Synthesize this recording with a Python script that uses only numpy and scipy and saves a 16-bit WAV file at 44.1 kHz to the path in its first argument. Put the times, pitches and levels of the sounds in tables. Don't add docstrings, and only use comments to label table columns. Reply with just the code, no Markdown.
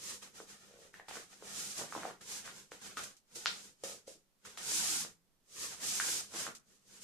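import sys
import numpy as np
from scipy import signal
from scipy.fft import rfft, irfft, next_fast_len
from scipy.io import wavfile

SR = 44100
rng = np.random.default_rng(int(sys.argv[2]) if len(sys.argv) > 2 else 0)


def unload_wav(signal):
    wavfile.write(
        sys.argv[1],
        SR,
        np.round(np.clip(np.atleast_2d(signal).T, -1, 1) * 32767).astype(np.int16),
    )


N = 310081
TIME = np.arange(N) / SR


def from_db(db):
    return 10 ** (np.asarray(db) / 20)


def rms_one(x):
    return x / np.sqrt(np.mean(x ** 2) + 1e-20)


def at_hz(points, hz):
    points_hz, value = np.transpose(points)
    return np.interp(np.log(np.maximum(hz, 1)), np.log(points_hz), value)


def butter(x, hz, kind, order=2):
    return signal.sosfilt(signal.butter(order, hz, kind, fs=SR, output="sos"), x)


def resonance(x, hz, width_hz):
    r = np.exp(-np.pi * width_hz / SR)
    feedback = [1, -2 * r * np.cos(2 * np.pi * hz / SR), r * r]
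    return signal.lfilter(np.array([1, 0, -1]) * (1 - r * r) / 2, feedback, x + 1e-18)


def drift(rate_hz):
    size = next_fast_len(N)
    hz = np.arange(size // 2 + 1) * SR / size
    return rms_one(irfft(rfft(rng.standard_normal(N), size) / (1 + (hz / rate_hz) ** 2), size)[:N])


def add(track, start_s, sound):
    i = max(round(start_s * SR), 0)
    track[..., i:i + sound.shape[-1]] += sound[..., :N - i]


def gate(start_s, length_s, fade_s):
    bite = np.clip((TIME - start_s) / fade_s + .5, 0, 1)
    release = np.clip((start_s + length_s - TIME) / fade_s / 4 + .5, 0, 1)
    return bite * release


def grains(per_s, spread_db):
    sizes = from_db(spread_db * np.minimum(rng.exponential(1, N), 4)) * rng.choice([-1, 1], N)
    return rms_one(sizes * (rng.random(N) < per_s / SR))


# frequency in Hz, left-right correlation.
CORRELATION = [(50, 0.33), (130, 0.087), (300, 0.82), (630, 0.57), (1400, 0.058), (3000, 0.03)]

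def colour(pair, spectrum):
    size = next_fast_len(N)
    hz = np.arange(size // 2 + 1) * SR / size
    mid, side = rfft(pair, size) * from_db(at_hz(spectrum, hz))
    alike = at_hz(CORRELATION, hz)
    left_right = np.sqrt(1 + alike) * mid + np.sqrt(1 - alike) * side * [[1], [-1]]
    return rms_one(irfft(left_right, size)[:, :N])


# start in s, rise in s, slide in s, relative hiss level in dB,
# rustle offset in dB.
STROKES = [(-0.055, 0.17, 0.0063, -47, -8), (0.211, 0.022, 0.0054, -56, -1.5),
           (0.325, 0.05, 0.035, -56.5, -6), (0.461, 0.051, 0.0045, -56.5, -2),
           (0.568, 0.06, 0.11, -67, -0.5), (0.744, 0.1, 0.011, -63.5, -4.5),
           (0.925, 0.019, 0.041, -66.5, 3), (1.1, 0.066, 0.026, -52.5, -2), (1.081, 0.006, 0.049, -57.5, 3),
           (1.267, 0.074, 0.0045, -60.5, -5), (1.385, 0.13, 0.005, -53, -4), (1.496, 0.1, 0.11, -46, -6.5),
           (1.726, 0.076, 0.008, -44.5, -6.5), (1.847, 0.12, 0.11, -53.5, -0.5),
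           (2.206, 0.0078, 0.0096, -58.5, 0), (2.235, 0.1, 0.034, -47, -7.5), (2.433, 0.028, 0.028, -55, 1),
           (2.477, 0.123, 0.0057, -57.5, -5), (2.707, 0.015, 0.02, -57.5, -4),
           (2.792, 0.082, 0.035, -54, -3.5), (2.812, 0.0055, 0.039, -61.5, 2),
           (2.963, 0.016, 0.0093, -47, 0), (3.022, 0.02, 0.0062, -50.5, -4), (3.32, 0.2, 0.058, -53, -5),
           (3.345, 0.016, 0.019, -48.5, -8.5), (3.593, 0.062, 0.0073, -58, -8),
           (3.835, 0.0023, 0.068, -46.5, -8), (4.065, 0.015, 0.027, -57, -7.5),
           (4.442, 0.018, 0.029, -55.5, -2.5), (4.57, 0.0061, 0.17, -52.5, -3.5),
           (4.595, 0.19, 0.21, -38.5, -9), (5.517, 0.13, 0.063, -44, -10), (5.784, 0.088, 0.17, -41, -8),
           (5.932, 0.19, 0.059, -40, -9), (6.306, 0.097, 0.042, -43.5, -4.5),
           (6.637, 0.086, 0.034, -70, -8.5), (6.825, 0.16, 0.005, -60.5, -8),
           (6.994, 0.035, 0.02, -52.5, -15)]

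def strokes():
    brush_db, brush_db_per_s, sag_db = -16.5, 333, 2.5
    stop_db_per_s, stop_ease_s = 309.5, 0.056
    hiss_power, rustle_power, t = 1e-11, 1e-12, TIME[::20]
    for start_s, rise_s, slide_s, db, loose_db in STROKES:
        age_s = t - start_s
        brush = from_db(brush_db + brush_db_per_s * np.minimum(age_s, 0))
        speed = np.sin(np.pi / 2 * np.clip(age_s / rise_s, 0, 1)) ** 2 + brush
        slid = np.clip((age_s - rise_s) / slide_s, 0, 1)
        stopping_s = np.maximum(age_s - rise_s - slide_s, 0)
        stop_db = stop_db_per_s * stopping_s ** 2 / (stopping_s + stop_ease_s)
        level = speed * from_db(db - sag_db * slid - stop_db)
        hiss_power += level ** 2
        rustle_power += (level * from_db(loose_db)) ** 2
    return [np.interp(TIME, t, 10 * np.log10(power)) for power in (hiss_power, rustle_power)]


def friction(spectrum, grain_db, rough_db):
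    catches = np.array([grains(per_s=1500, spread_db=8) for _ in range(2)])
    fibres = rng.standard_normal((2, N)) + from_db(grain_db) * catches
    return colour(fibres, spectrum) * from_db(rough_db * drift(rate_hz=9))


def palm_echo(x, delay_s, gain):
    late_s = TIME - delay_s * from_db(1.73 * drift(rate_hz=4.1))
    return rms_one(x - gain * np.array([np.interp(late_s, TIME, side) for side in x]))


# frequency in Hz, width in Hz, gain in dB.
SHEET_MODES = [(450, 120, 2.5), (750, 8.6, -2), (1255, 29, 3), (1400, 41, -0.5), (1511, 45, -3),
               (1645, 40, -5.5), (1830, 23, 4.5), (3104, 40, -2), (4270, 110, -2)]

def sheet_ring(x):
    return sum(from_db(db) * resonance(x, hz, width_hz) for hz, width_hz, db in SHEET_MODES)


# frequency in Hz, relative density in dB.
HISS_SPECTRUM = [(1500, -19.5), (2400, -7.5), (3600, -5), (5200, -1), (6300, 1.5), (7100, 0.5), (8800, -4),
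                 (12400, -13.5), (14300, -21.5)]
RUSTLE_SPECTRUM = [(300, -10), (500, -6.5), (900, -2.5), (1500, -0.5), (2400, -2.5), (4000, -4.5),
                   (7000, -29)]
TABLE_SPECTRUM = [(30, -21.5), (60, -10.5), (100, -6), (165, -2.5), (290, -8), (500, -4.5), (900, -28)]

def rubbing():
    hiss_db, rustle_db = strokes()
    hiss = friction(HISS_SPECTRUM, grain_db=-13.5, rough_db=1)
    hiss = from_db(hiss_db + 2) * reflections(hiss, decay_s=0.032)
    brighten_db = 0.2467 * np.maximum(hiss_db + 52.5, 0)
    hiss += (from_db(brighten_db) - 1) * butter(hiss, 10000, "high", order=1)

    rustle = friction(RUSTLE_SPECTRUM, grain_db=-7, rough_db=1.85)
    rustle = palm_echo(rustle, delay_s=0.001815, gain=0.59)
    rustle = from_db(rustle_db + 1) * rms_one(rustle + from_db(-3.5) * sheet_ring(rustle))

    rumble = friction(TABLE_SPECTRUM, grain_db=-12, rough_db=1.5)
    rumble += from_db(10) * resonance(rumble, hz=200, width_hz=4.4)
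    sliding = np.clip((hiss_db + 85.5) / 20, 0, 1)
    cushion = from_db(-10 * pocket_gate())
    return hiss + rustle + from_db(-35 + 0.5 * rustle_db) * sliding * cushion * rumble


# frequency in Hz, relative density in dB.
HUSH_SPECTRUM = [(25, 7), (65, -8.5), (190, 0), (280, -6.5), (2000, -16), (6000, -16.5), (14000, -22)]

def hush():
    return from_db(-76.5) * colour(rng.standard_normal((2, N)), HUSH_SPECTRUM)


# start in s, relative peak in dB, spot pitch in Hz,
# low-pass in Hz, ring gain in dB.
SNAPS = [(0.402, -38.5, 435, 1400, 3), (0.9414, -41, 1800, 2300, 10), (0.9972, -43, 775, 1100, 1),
         (0.9988, -42, 1850, 2100, 14), (1.0849, -36.5, 790, 4200, 14), (1.1108, -35.5, 800, 2600, 10),
         (1.156, -42, 1550, 2000, 3), (1.1705, -37, 405, 1900, 1), (1.4243, -42, 432, 1150, 4),
         (1.9246, -31, 1200, 1700, 3), (1.951, -29, 1000, 1200, 4), (1.9633, -33, 278, 1200, 10),
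         (2.033, -32.5, 1400, 1800, -5), (2.0525, -28.5, 746, 1100, 7), (2.1, -43, 1060, 1400, 2.5),
         (2.11, -42, 400, 1600, 4), (2.4777, -35, 1410, 2000, -4), (2.7188, -36, 483, 2280, 4),
         (2.9713, -29.5, 1370, 3860, 9), (3.4589, -14, 1400, 5200, 3.5), (3.8366, -36, 515, 750, 10),
         (4.078, -43.5, 530, 680, 12), (4.4518, -46.5, 1400, 1800, 14), (4.575, -33, 1120, 3770, -8),
         (4.719, -40, 450, 1610, -8), (5.049, -38, 480, 1960, -7.5), (6, -21, 1570, 2230, 7),
         (6.3475, -37, 340, 1900, 7), (6.4669, -30.5, 1400, 1700, 1)]

def snaps():
    wall_delay_s, wall_db = 0.0094, -11
    out, click = np.zeros(N), signal.unit_impulse(SR // 8)
    for start_s, db, hz, top_hz, ring_db in SNAPS:
        pulse = butter(click, 0.61 * hz, "high", order=3)
        pulse = butter(pulse, top_hz, "low", order=4)
        pulse += from_db(ring_db) * resonance(pulse, hz, width_hz=0.14 * hz)
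        pulse /= np.abs(pulse).max()
        add(out, start_s, from_db(db - 0.5) * (pulse + from_db(-3) * sheet_ring(pulse)))
    return out + from_db(wall_db) * np.interp(TIME - wall_delay_s, TIME, out)


# start in s, length in s, relative level in dB, resonance in Hz,
# nominal slips per s.
JUDDERS = [(0.688, 0.2, -66.5, 480, 62), (2.972, 0.04, -47, 1320, 195), (3.356, 0.021, -51, 390, 130),
           (3.858, 0.12, -56.5, 482, 45), (4.11, 0.028, -65, 540, 70), (4.149, 0.014, -65.5, 330, 150)]

def judders():
    out = np.zeros(N)
    pace = from_db(5.6 * drift(rate_hz=46))
    force = from_db(2 * drift(rate_hz=71))
    for start_s, length_s, db, hz, per_s in JUDDERS:
        slip_count = np.floor(np.cumsum(per_s * pace) / SR)
        slips = np.diff(slip_count, prepend=0) * force
        knocks = resonance(resonance(slips, hz, width_hz=160), hz, width_hz=280)
        easing = 1 - np.clip((TIME - start_s) / length_s, 0, 1) / 2
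        out += from_db(db + 2) * gate(start_s, length_s, fade_s=0.00787) * easing * rms_one(knocks)
    return out


# start in s, length in s, relative level in dB, low-pass in Hz.
CRUMPLES = [(1.151, 0.028, -54.5, 1800), (1.79, 0.048, -48, 1090), (1.95, 0.157, -54.5, 1500),
            (6.321, 0.05, -58, 1500), (6.475, 0.026, -53, 1490)]

def crumples():
    out = np.zeros(N)
    pops = butter(grains(per_s=400, spread_db=0.6), 246, "high")
    for start_s, length_s, db, top_hz in CRUMPLES:
        muffled = rms_one(butter(pops, top_hz, "low", order=3))
        out += from_db(db + 1.5) * gate(start_s, length_s, fade_s=0.0044) * muffled
    return out


# start in s, level in dB.
SCRATCHES = [(1.78, -44), (2.316, -46), (3.036, -45.5), (3.167, -60), (3.354, -49.5), (3.838, -48.5),
             (6.55, -48)]

def scratches(decay_s=0.019):
    clicks = np.array([grains(per_s=2500, spread_db=3) for _ in range(2)])
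    force = np.zeros(N)
    for start_s, db in SCRATCHES:
        add(force, start_s, from_db(db) * np.exp(-TIME[:SR // 8] / decay_s))
    return force * colour(clicks, HISS_SPECTRUM)


# time in s, resonance in Hz, level in dB.
POCKET_GLIDE = [(4.715, 460, -59), (4.775, 235, -59), (4.86, 120, -61), (4.925, 473, -58),
                (4.955, 230, -68), (5.039, 169, -62.5)]

def air_pocket():
    times_s, _, db = np.transpose(POCKET_GLIDE)
    band = pocket_band(rng.standard_normal(N), ratio=1, width_hz=160)
    band = rms_one(butter(band, 110, "high"))
    return from_db(np.interp(TIME, times_s, db)) * pocket_gate() * band


def pocket_band(x, ratio, width_hz):
    times_s, hz, _ = np.transpose(POCKET_GLIDE)
    centre_hz = ratio * np.exp(np.interp(TIME, times_s, np.log(hz)))
    carrier = np.exp(2j * np.pi * np.cumsum(centre_hz) / SR)
    low_pass = signal.butter(2, width_hz / 2, fs=SR, output="sos")
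    return 2 * np.real(signal.sosfiltfilt(low_pass, x / carrier) * carrier)


def pocket_gate():
    start_s, end_s = POCKET_GLIDE[0][0], POCKET_GLIDE[-1][0]
    return gate(start_s, end_s - start_s, fade_s=0.011)


# frequency in Hz, relative level in dB.
ECHO_SPECTRUM = [(200, -4.5), (1500, -5), (4500, 3.5), (9000, 4.5), (14000, -8.5)]

def reflections(x, decay_s):
    t = TIME[:SR // 25]
    echoes = colour(rng.standard_normal((2, N)), ECHO_SPECTRUM)[:, :len(t)] * np.exp(-t / decay_s)
    echoes /= np.sqrt(np.sum(echoes ** 2) / 2)
    return rms_one(x + from_db(-12) * signal.fftconvolve(x, echoes, axes=1)[:, :N])


# frequency in Hz, time to fall 60 dB in s.
ROOM_T60 = [(100, 0.78), (500, 0.23), (5000, 0.32), (14000, 0.046)]

def room(x, early_db, early_s, gap_s):
    t, edges_hz = TIME[:SR // 2], np.geomspace(22, 17000, 25)
    spectrum = rfft(colour(rng.standard_normal((2, N)), ECHO_SPECTRUM)[:, :len(t)])
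    hz = np.arange(len(t) // 2 + 1) * SR / len(t)
    band, tail = np.digitize(hz, edges_hz), 0
    for k, edge_hz in enumerate(edges_hz):
        tail += irfft(spectrum * (band == k), len(t)) * from_db(-60 * t / at_hz(ROOM_T60, edge_hz))
    tail *= np.clip(t / gap_s - .5, 0, 1)
    tail *= 1 + from_db(early_db) * np.exp(-t / early_s)
    tail /= np.sqrt(np.sum(tail ** 2) / 2)
    return x + signal.fftconvolve(x[None], tail, axes=1)[:, :N]


def scene():
    rub = rubbing()
    rub -= pocket_gate() * pocket_band(rub, ratio=2.46, width_hz=136)
    paper = snaps() + crumples() + judders() + air_pocket()
    paper = room(paper, early_db=-6, early_s=0.025, gap_s=0.0059)
    return rub + paper + hush() + scratches()


# frequency in Hz, left minus right in dB.
MIC_BALANCE = [(1200, -0.24), (3000, -1), (5000, 2), (6800, 0), (9000, -7), (14000, -8)]

def record(dry):
    cutoff_hz = 14600
    size = next_fast_len(N + SR // 8)
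    hz = np.arange(size // 2 + 1) * SR / size
    tilt = from_db(at_hz(MIC_BALANCE, hz) * np.array([[.5], [-.5]]))
    low_pass = 1 / np.sqrt(1 + (hz / cutoff_hz) ** 300)
    return irfft(rfft(dry, size) * tilt * low_pass, size)[:, :N]


dry = scene()
out = record(dry)
unload_wav(out)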